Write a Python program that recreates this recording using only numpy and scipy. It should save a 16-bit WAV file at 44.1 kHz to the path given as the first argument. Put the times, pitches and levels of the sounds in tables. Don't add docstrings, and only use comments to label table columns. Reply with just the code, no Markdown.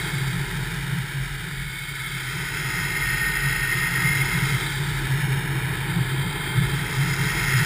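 import sys
import numpy as np
from scipy import signal
from scipy.fft import rfft, irfft, next_fast_len
from scipy.io import wavfile
from scipy.ndimage import uniform_filter1d

SR = 44100
rng = np.random.default_rng(int(sys.argv[2]) if len(sys.argv) > 2 else 0)


def wrap_up_sound(samples):
    columns = np.atleast_2d(samples).T
    tamed = np.clip(columns, -1, 1)
    steps = np.round(tamed * 32767).astype(np.int16)
    wavfile.write(sys.argv[1], SR, steps)


N = 337365
CAMERA_RATE_HZ = 12000


def undb(db):
    return 10 ** (np.asarray(db) / 20)


def curves(table, times=None):
    knots_s, *columns = np.transpose(table)
    times = np.arange(N) / SR if times is None else times
    return [np.interp(times, knots_s, column) for column in columns]


def spectrum_db(points, hz):
    knots_hz, db = np.transpose(points)
    return np.interp(np.log(hz + 1), np.log(knots_hz), db)


def unit(x):
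    return x / np.std(x)


def noise(gain):
    size = next_fast_len(N, True)
    white = rfft(rng.standard_normal(size))
    return unit(irfft(white * gain(np.fft.rfftfreq(size, 1 / SR)), size)[:N])


def resonance(f, hz, width):
    return 1j * f * width / (hz ** 2 - f ** 2 + 1j * f * width)


def wander(rate_hz):
    return noise(lambda f: np.exp(-(f / rate_hz) ** 2))


def steady(x, span_s):
    size = int(span_s * SR)
    power = uniform_filter1d(uniform_filter1d(x ** 2, size), size)
    return x / np.sqrt(power + 1e-9)


def burst_power(table, attack_s, release_s):
    t = np.arange(N) / SR
    power = np.zeros(N)
    for start, length, db in table:
        rise = np.clip((t - start) / attack_s, 0, 1)
        decay = np.exp(-np.maximum(t - start - length, 0) / release_s)
        power += (undb(db) * rise * decay) ** 2
    return power


# time in seconds, relative level in dB.
AIR_STRENGTH = [(0.0, -0.5), (0.75, -4), (1.2, -7.5), (1.9, -10.5), (2.7, -2.5), (3.6, -2), (4.35, 2),
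                (4.8, -1), (5.3, 1), (7.65, 1.5)]
# frequency in Hz, relative level in dB.
RUSH_SPECTRUM = [(25, -28), (55, -1), (90, 6), (200, -2), (265, -7), (320, 1.5), (425, 0), (475, -9.5),
                 (580, -17.5), (760, -9.5), (850, -2.5), (980, -2), (1120, -12), (5000, -61)]
# start in seconds, length in seconds, level in dB.
MOUNT_SHAKES = [(0.25, 0.6, -39), (1.15, 0.2, -36), (1.53, 0.12, -36), (2.96, 0.66, -36), (4.2, 0.3, -40),
                (4.88, 0.22, -35), (6.56, 0.13, -33), (7.3, 0.17, -36)]

def airstream():
    air_db, = curves(AIR_STRENGTH)
    rush = noise(lambda f: undb(spectrum_db(RUSH_SPECTRUM, f)))
    rush *= undb(-35.5 + air_db + 0.5 * wander(rate_hz=8.1))
    rumble = noise(lambda f: resonance(f, hz=42, width=15) ** 2)
    calm_power = undb(-40 + 0.5 * air_db) ** 2
    shake_power = burst_power(MOUNT_SHAKES, attack_s=0.038, release_s=0.056)
    return rush + steady(rumble, span_s=0.08) * np.sqrt(calm_power + shake_power)


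# frequency in Hz, width in Hz, relative level in dB.
CASE_MODES = [(135.35, 8.5, 4.5), (131.2, 23, -4), (169.4, 7.6, -6), (104.5, 17, -21.5)]
# start in seconds, length in seconds, level in dB.
CASE_GUSTS = [(0.12, 0.29, -26.5), (0.5, 0.42, -33), (0.89, 0.11, -25.5), (1.14, 0.066, -26.5),
              (1.3, 0.39, -35.5), (3.42, 0.076, -26), (3.75, 0.2, -31.5), (4.01, 0.059, -23.5),
              (4.15, 0.06, -23), (4.33, 0.13, -24.5), (4.5, 0.056, -23.5), (4.79, 0.17, -27.5),
              (5.09, 0.28, -23), (5.42, 0.29, -27.5), (5.94, 0.075, -21), (6.1, 0.17, -26),
              (6.55, 0.072, -18), (6.65, 0.19, -30), (6.97, 0.12, -20.5), (7.18, 0.075, -21.5),
              (7.32, 0.2, -32), (7.53, 0.12, -19.5)]

def buffeting(low_hz=93, high_hz=196):
    air_db, = curves(AIR_STRENGTH)
    boom = sum(undb(db) * noise(lambda f: resonance(f, hz, width) * resonance(f, hz, 5 * width))
               for hz, width, db in CASE_MODES)
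    calm_power = undb(-31.5 + 0.5 * air_db + 2.4 * wander(rate_hz=12)) ** 2
    gust_power = burst_power(CASE_GUSTS, attack_s=0.016, release_s=0.038)
    boom = steady(boom, span_s=0.049) * np.sqrt(calm_power + gust_power)
    band = signal.butter(5, [low_hz, high_hz], "band", fs=SR, output="sos")
    return signal.sosfiltfilt(band, boom, padtype=None)


# start in seconds, length in seconds, level in dB.
WHISTLE_SWELLS = [(-0.1, 0.28, -37), (1.5, 0.64, -38.5), (2.75, 0.31, -34.5), (3.4, 0.48, -38.5),
                  (3.95, 0.4, -29.5), (7.2, 0.5, -37)]

def whistle(ahead_hz=2122, slide_hz=128.3, width_hz=45):
    aside, _ = curves(HEAD_POSE)
    phase = 2 * np.pi * np.cumsum(ahead_hz + slide_hz * aside) / SR
    band = unit(wander(width_hz) * np.cos(phase) + wander(width_hz) * np.sin(phase))
    return band * np.sqrt(burst_power(WHISTLE_SWELLS, attack_s=0.15, release_s=0.13))


# time in seconds, turn from 0 (ahead) to 1 (aside), motor gain in dB.
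HEAD_POSE = [(0.0, 0.55, -1.6), (0.4, 0.77, -1.5), (0.8, 0.86, -1), (1.3, 0.87, -2), (1.7, 0.64, -5),
             (2.0, 0.55, -4), (2.55, 0.15, -1), (2.9, 0.049, -0.1), (3.2, 0.02, 1.3), (4.1, 0.02, 1.5),
             (4.45, 0.23, 1.5), (4.8, 0.64, -1.5), (5.2, 0.96, 1.9), (5.6, 0.95, 0.6), (6.0, 0.71, -0.6),
             (6.4, 0.59, -2), (7.0, 0.23, -1), (7.65, 0.1, 3.5)]
# frequency in Hz, spectral density level in dB.
MOTOR_SPECTRUM = [(300, -100), (600, -83.5), (900, -81.5), (1080.0, -84.5), (1300.0, -66), (2100.0, -62),
                  (3000.0, -71.5), (3900.0, -71.5), (5300.0, -77), (5700.0, -81), (5950.0, -88)]
# time in seconds, gain at 6 kHz in dB.
MOTOR_TREBLE = [(0.0, 3.5), (1.2, -1.5), (2.8, 4.5), (3.3, -3.5), (4.8, 4), (5.4, -10), (6.5, -12),
                (7.1, 7), (7.65, 3.5)]
# frequency facing ahead in Hz, its shift when
# fully aside in Hz, width in Hz, then gains in dB facing ahead, half turned and aside.
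HELMET_BANDS = [(1245, -46.0, 53, 7.5, 6, -17), (1440, -37.0, 215, 4.5, 4.5, -2.5),
                (1756, -29, 52, -1, 7.5, 4), (1866, 58, 54, 10, 6, -4), (1912, 198, 104, 7, -4, -9),
                (2117, -6, 90, 9, 5.5, 5), (2230, -101.0, 52, -4.5, 2, -7.5),
                (2660, -96.0, 180, 5, -1.5, -3), (2966, -345.0, 160, -3, -8, -10),
                (3172, 47, 120, 3, 13, 4.5), (3387, -7.0, 266, 5.5, 1.5, -12.5),
                (3596, -65, 230, -9.5, 10.5, 7), (3935, -68, 108, 6.5, 12, 0.5),
                (4037, -23, 130, -9.5, -9, -8), (4715, -639.0, 330, -13.5, -4, -4.5),
                (4650, 64.0, 275, 5.5, 8.5, 5), (5012, 145.0, 440, 12.5, -2.5, 15),
                (5670, -836.0, 550, 1.5, 3.5, -18)]

def helmet(source, size=2048):
    f, times, frames = signal.stft(source, SR, nperseg=size)
    f = f[:, None]
    aside, gain_db = curves(HEAD_POSE, times)
    treble_db, = curves(MOTOR_TREBLE, times)
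    db = spectrum_db(MOTOR_SPECTRUM, f) + gain_db + treble_db * np.minimum(f / 6000, 1) ** 6
    for hz, slide_hz, width_hz, *pose_db in HELMET_BANDS:
        bell = np.exp(-2 * ((f - hz - slide_hz * aside) / width_hz) ** 2)
        db += np.interp(aside, [0, 0.5, 1], pose_db) * bell
    coloured = signal.istft(frames * undb(db), SR, nperseg=size)[1][:N]
    return coloured * np.sqrt(CAMERA_RATE_HZ / 2)


def swish(revs, blades=2, reduction=3.85):
    blade_passes = revs * blades / reduction
    surge = 1 + 0.085 * np.cos(2 * np.pi * blade_passes) + 0.1 * np.cos(2 * np.pi * revs)
    hiss = noise(lambda f: f < CAMERA_RATE_HZ / 2)
    flutter = undb(0.92 * wander(rate_hz=56))
    return unit(hiss * surge * flutter)


def engine_tone(revs, harmonic=16, ahead_db=-28.5, fade_db_per_turn=170):
    aside, _ = curves(HEAD_POSE)
    level_db = ahead_db - fade_db_per_turn * aside + 2.5 * wander(rate_hz=20)
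    return np.sqrt(2) * np.sin(2 * np.pi * harmonic * revs) * undb(level_db)


# multiple of the firing rate, level in dB relative
ENGINE_LINES = [(11, 5), (12.5, -0.5), (13, 6), (13.5, -29), (14, 6.5), (14.5, 5.5), (16, -8), (18, 5),
                (19, 4.5), (26, 3.5), (27, 5.5), (28, 0.5), (29, 3.5)]

def firings(revs, half_order_db=-1.0):
    db = half_order_db * (np.arange(1, 96) % 2)
    for multiple, line_db in ENGINE_LINES:
        db[round(2 * multiple) - 1] = line_db
    lines = undb(db) * np.exp(2j * np.pi * rng.random(len(db)))
    cycle = irfft(np.r_[0, lines], 4096)
    positions = np.linspace(0, 1, len(cycle), endpoint=False)
    return unit(np.interp(revs / 2 % 1, positions, cycle))


# time in seconds, firing rate in Hz.
FIRING_RATE = [(0.0, 111.4), (1.0, 111.6), (1.3, 112.2), (1.8, 114.8), (2.1, 115.4), (2.8, 115.1),
               (4.0, 115.7), (5.3, 115.1), (5.7, 116.7), (6.5, 118.5), (6.9, 121.0), (7.65, 123.2)]

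def motor():
    rate_hz, = curves(FIRING_RATE)
    air_db, = curves(AIR_STRENGTH)
    revs = np.cumsum(rate_hz * (1 + 0.0005 * wander(rate_hz=12))) / SR
    balance = 0.43 * wander(rate_hz=4)
    buzz = undb(-6) * (np.cos(balance) * firings(revs) + np.sin(balance) * firings(revs))
    hiss = undb(-1.13) * swish(revs)
    clarity = undb(-0.155 * air_db)
    return helmet(buzz * clarity + hiss / clarity) + engine_tone(revs)


def scene():
    return (motor() + whistle() + buffeting() + airstream())[None]


def record(dry, top_hz=15300):
    coarse = signal.resample(dry, round(N * CAMERA_RATE_HZ / SR), axis=1)
    held = signal.resample(np.repeat(coarse, 4, axis=1), N, axis=1)
    lowpass = signal.ellip(16, 0.2, 80, top_hz, fs=SR, output="sos")
    return signal.sosfilt(lowpass, held)


dry = scene()
out = record(dry)
wrap_up_sound(out)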